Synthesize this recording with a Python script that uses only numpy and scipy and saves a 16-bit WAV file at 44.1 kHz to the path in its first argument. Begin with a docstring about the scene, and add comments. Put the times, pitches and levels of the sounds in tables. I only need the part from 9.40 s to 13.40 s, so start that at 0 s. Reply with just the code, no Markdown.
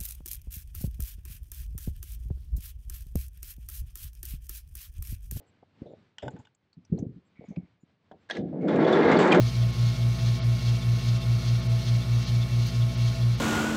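"""A kitchen, close to a microwave oven heating food. The transformer hums and beats against the fan
motor, the fan pushes air through the casing, and the turntable motor whines and rasps. Its gears whirr
in the metal cavity and chirp once a turn. The magnetron buzzes faintly, the food spits steam once,
and the treble drops out for a few instants."""
import sys
import numpy as np
from scipy import signal
from scipy.fft import rfft, irfft, next_fast_len
from scipy.io import wavfile
from scipy.ndimage import uniform_filter1d, map_coordinates

SR = 44100
rng = np.random.default_rng(int(sys.argv[2]) if len(sys.argv) > 2 else 0)


def wav_record(signal):
    """Record a signal, one row per channel, as 16-bit PCM in the file named by sys.argv[1]."""
    frames = np.transpose(np.atleast_2d(signal))
    bounded = np.clip(frames, -1, 1)
    # unit amplitude maps onto the largest positive 16-bit level
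    quanta = np.round(bounded * 32767).astype(np.int16)
    wavfile.write(sys.argv[1], SR, quanta)


N = 176400
T = np.arange(N) / SR
MAINS_HZ, GEAR_TURN_S = 60.012, 0.3999


def amp(db):
    """Decibels to gain."""
    return 10 ** (np.asarray(db) / 20)


def unit(x):
    """Scale to rms 1."""
    return x / np.sqrt(np.mean(x ** 2) + 1e-20)


def noise(size=N):
    """White Gaussian noise."""
    return rng.standard_normal(size)


def filtered(x, response):
    """Apply a frequency response, given as a function of Hz."""
    size = next_fast_len(N + SR // 2)
    return irfft(rfft(x, size) * response(np.fft.rfftfreq(size, 1 / SR)), size)[:N]


def coloured(x, spectrum):
    """Shape x by (freq_hz, gain_db) points; rms 1."""
    freq_hz, gain_db = np.transpose(spectrum)
    return unit(filtered(x, lambda f: amp(np.interp(np.log(f + 1), np.log(freq_hz), gain_db))))


def ringing(x, hz, width_hz):
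    """Two band-passes in series, each width_hz wide; rms 1."""
    return unit(filtered(x, lambda f: (1j * f * width_hz / (hz * hz - f * f + 1j * f * width_hz)) ** 2))


def wobble(rate_hz):
    """Smooth random curve with knots at rate_hz."""
    return map_coordinates(noise(N // 100), [T * rate_hz + 2], mode="mirror")


def tone(cycles, rms_db):
    """Sinusoid from a running cycle count."""
    return np.sqrt(2) * amp(rms_db) * np.cos(2 * np.pi * cycles)


# mains_multiple, level_db
TRANSFORMER_HARMONICS = [(1, -37.5), (2, -25.5), (3, -41.5), (4, -45.5), (6, -53.5), (7, -70.5), (8, -62),
                         (10, -62.5), (11, -55.5), (12, -64.5), (14, -61.5), (18, -55.5), (20, -77),
                         (21, -66.5), (22, -62)]
# shaft_multiple, level_db
FAN_ORDERS = [(4, -61.5), (6, -61.5), (8, -67), (9, -89), (10, -72)]
# time_s, shaft_hz
FAN_SPEED = [(0, 57.74), (.7, 57.72), (1.5, 57.57), (2.3, 57.57), (3, 57.76), (4, 57.87)]


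def hum(beat_peak_s=0.01):
    """Transformer and fan motor: the shaft lags the mains, so their second harmonics beat at 4-5 Hz."""
    mains_cycles = MAINS_HZ * (T - beat_peak_s)
    shaft_turns = np.cumsum(np.interp(T, *np.transpose(FAN_SPEED))) / SR
    shaft_turns -= np.interp(beat_peak_s, T, shaft_turns)
    out = tone(2 * shaft_turns, rms_db=-27.3)
    for cycles, harmonics in ((mains_cycles, TRANSFORMER_HARMONICS), (shaft_turns, FAN_ORDERS)):
        for multiple, level_db in harmonics:
            phase = 0 if multiple == 2 else rng.random()
            waver = (0.028 + 0.0071 * multiple) * wobble(rate_hz=14)
            out += tone(multiple * cycles + phase, level_db) * (1 + waver)
    return out


# centre_hz, width_hz, gain_db
CAVITY_BANDS = [(1440, 90, 5), (1630, 80, -6), (1870, 80, 3), (2100, 70, -9), (2180, 70, 6), (2410, 50, -6),
                (2710, 40, 8), (2855, 50, 5), (2975, 110, -8), (3110, 90, 6), (4110, 80, 5), (4580, 50, 5),
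                (5120, 60, 5), (5710, 50, 5)]


def cavity_gain(f):
    """Main resonances and gaps of the steel box."""
    return amp(sum(db / (1 + (2 * (f - hz) / width_hz) ** 2) for hz, width_hz, db in CAVITY_BANDS))


# freq_hz, gain_db
RUMBLE_SPECTRUM = [(20, -30), (40, -17), (60, -8), (80, -5), (95, -7), (115, -2), (145, 1), (175, -6),
                   (205, -9), (250, -15), (330, -26), (600, -50), (2000, -90)]
# freq_hz, gain_db
RUSH_SPECTRUM = [(100, 5), (300, 1), (420, 1), (600, 1.5), (720, -3.5), (785, -7.5), (900, -5.5),
                 (1300, -7), (2500, -4), (7000, -20.5), (8500, -17), (12000, -18), (15500, -27)]
# pitch_hz, half_width_hz, level_db
CASING_MODES = [(662, 14, -53), (1185, 18, -62.5)]


def fan_air(rumble_db=-40, rush_db=-46.5):
    """The fan rumbles; its air rushes through the box and stirs the casing's resonances."""
    rumble = amp(rumble_db) * coloured(noise(), RUMBLE_SPECTRUM)
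    rush = amp(rush_db) * coloured(filtered(noise(), cavity_gain), RUSH_SPECTRUM)
    casing = sum(amp(db) * ringing(noise(), hz, 2 * half_hz) for hz, half_hz, db in CASING_MODES)
    return rumble + rush + casing


def gear_teeth(repeat_share=0.5, size_spread=0.53):
    """Grains of rubbing teeth: partly the same on every turn, partly new."""
    def grains():
        return unit(noise() * np.exp(size_spread * noise()))
    one_turn = grains()[:round(GEAR_TURN_S * SR)]
    return np.sqrt(repeat_share) * np.resize(one_turn, N) + np.sqrt(1 - repeat_share) * grains()


def cavity(x, t60_s=0.075, wet=0.85):
    """The steel box adds a short ring of many fine, evenly strong modes, then its main resonances."""
    t = T[:SR // 4]
    tail = noise(len(t)) * amp(-60 * t / t60_s)
    modes = 1 + wet * rfft(tail / np.linalg.norm(tail))
    local_rms = np.sqrt(uniform_filter1d(np.abs(modes) ** 2, size=50))
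    impulse_response = irfft(modes / local_rms)[:SR // 8]
    return filtered(signal.fftconvolve(x, impulse_response)[:N], cavity_gain)


# cycles_per_turn, depth_nepers, peak_s
GEAR_LOAD = [(1, .29, .069), (3, .05, .067), (5, .12, .078), (6, .13, .016), (12, .11, .025),
             (36, .07, .009), (48, .09, .002)]
# freq_hz, gain_db
WHIRR_SPECTRUM = [(600, -30), (1300, -7.5), (2000, -5), (2800, -4.5), (3400, 2), (3850, 0.5), (4500, 3),
                  (5200, -2), (6400, -3), (7500, -15), (10000, -25.5), (15500, -28)]


def gear_whirr(level_db=-44.5):
    """The turntable gears swell and flutter under uneven load and ring in the cavity."""
    load = sum(depth * np.cos(2 * np.pi * per_turn * (T - peak_s) / GEAR_TURN_S)
               for per_turn, depth, peak_s in GEAR_LOAD)
    rubbing = gear_teeth() * np.exp(load)
    return amp(level_db) * coloured(cavity(rubbing), WHIRR_SPECTRUM)


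# pitch_hz, level_db
MOTOR_WHINES = [(200, -59.5), (400, -66.5), (640, -66), (880, -70), (1421, -67), (1771, -70), (2160, -59.5),
                (2261, -62.5)]


def turntable_motor(rasp_db=-57.5, shake_nepers=0.21, waver_db=2):
    """Thin whines, and a rasp that pulses as the mains shakes the motor."""
    shake = np.exp(shake_nepers * sum(np.cos(2 * np.pi * k * MAINS_HZ * T) for k in (0.5, 1, 2)))
    rasp = amp(rasp_db) * ringing(gear_teeth() * shake, hz=2286, width_hz=158)
    whines = sum(tone(hz * T + rng.random(), db + waver_db * wobble(rate_hz=5.9))
                 for hz, db in MOTOR_WHINES)
    return rasp + whines


# freq_hz, gain_db
BUZZ_SPECTRUM = [(3000, -25), (7000, -6), (8200, 2), (9500, -7), (11000, -1), (12600, 0), (14200, -4),
                 (15500, -14)]


def magnetron_buzz(level_db=-66.5, decay_s=0.0008):
    """The same tiny crackle on every half cycle of the mains."""
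    period = round(SR / MAINS_HZ)
    age_s = (np.arange(period) % (period / 2)) / SR
    crackle = np.resize(noise(period // 2 + 1), period) * np.exp(-age_s / decay_s)
    return amp(level_db) * coloured(np.resize(crackle, N), BUZZ_SPECTRUM)


def gear_chirp(first_s=0.228, sigma_s=0.01, start_db=-47.5, rise_db_per_s=1.1):
    """The gear scuffs at a tight spot once a turn, a little louder each time."""
    offset_s = (T - first_s + GEAR_TURN_S / 2) % GEAR_TURN_S - GEAR_TURN_S / 2
    swell = np.exp(-0.5 * (offset_s / sigma_s) ** 2)
    scuff = ringing(noise(), hz=3490, width_hz=340)
    return amp(start_db + rise_db_per_s * T) * swell * scuff


# freq_hz, gain_db
STEAM_SPECTRUM = [(1500, -25), (4500, 0), (7000, -11), (9000, -16), (12200, -5), (15500, -11)]


def food_spit(start_s=3.262, gain_db=-40, attack_s=0.003, decay_s=0.012):
    """Steam escapes from the food in one short hiss."""
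    age_s = np.maximum(T - start_s, 0)
    puff = (1 - np.exp(-age_s / attack_s)) * np.exp(-age_s / decay_s)
    return amp(gain_db) * puff * coloured(noise(), STEAM_SPECTRUM)


def scene():
    """The running oven, mono."""
    steady = hum() + fan_air() + gear_whirr() + turntable_motor() + magnetron_buzz()
    return (steady + gear_chirp() + food_spit())[None]


# centre_s, half_length_s, depth_db
TREBLE_DIPS = [(.32, .008, 9), (1.014, .018, 22), (1.794, .011, 9), (2.217, .011, 8), (2.283, .008, 11),
               (2.859, .01, 10), (3.562, .01, 12), (3.967, .009, 12)]


def record(dry, treble_hz=6500, cutoff_hz=15740):
    """The treble dips briefly eight times; nothing passes above the cutoff."""
    treble = filtered(dry[0], lambda f: 1 - 1 / (1 + (f / treble_hz) ** 10))
    dip_db = sum(depth_db * np.exp(-np.square((T - centre_s) / half_s))
                 for centre_s, half_s, depth_db in TREBLE_DIPS)
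    dipped = dry[0] + treble * (amp(-dip_db) - 1)
    return filtered(dipped, lambda f: f < cutoff_hz)[None]


dry = scene()
out = record(dry)
wav_record(out)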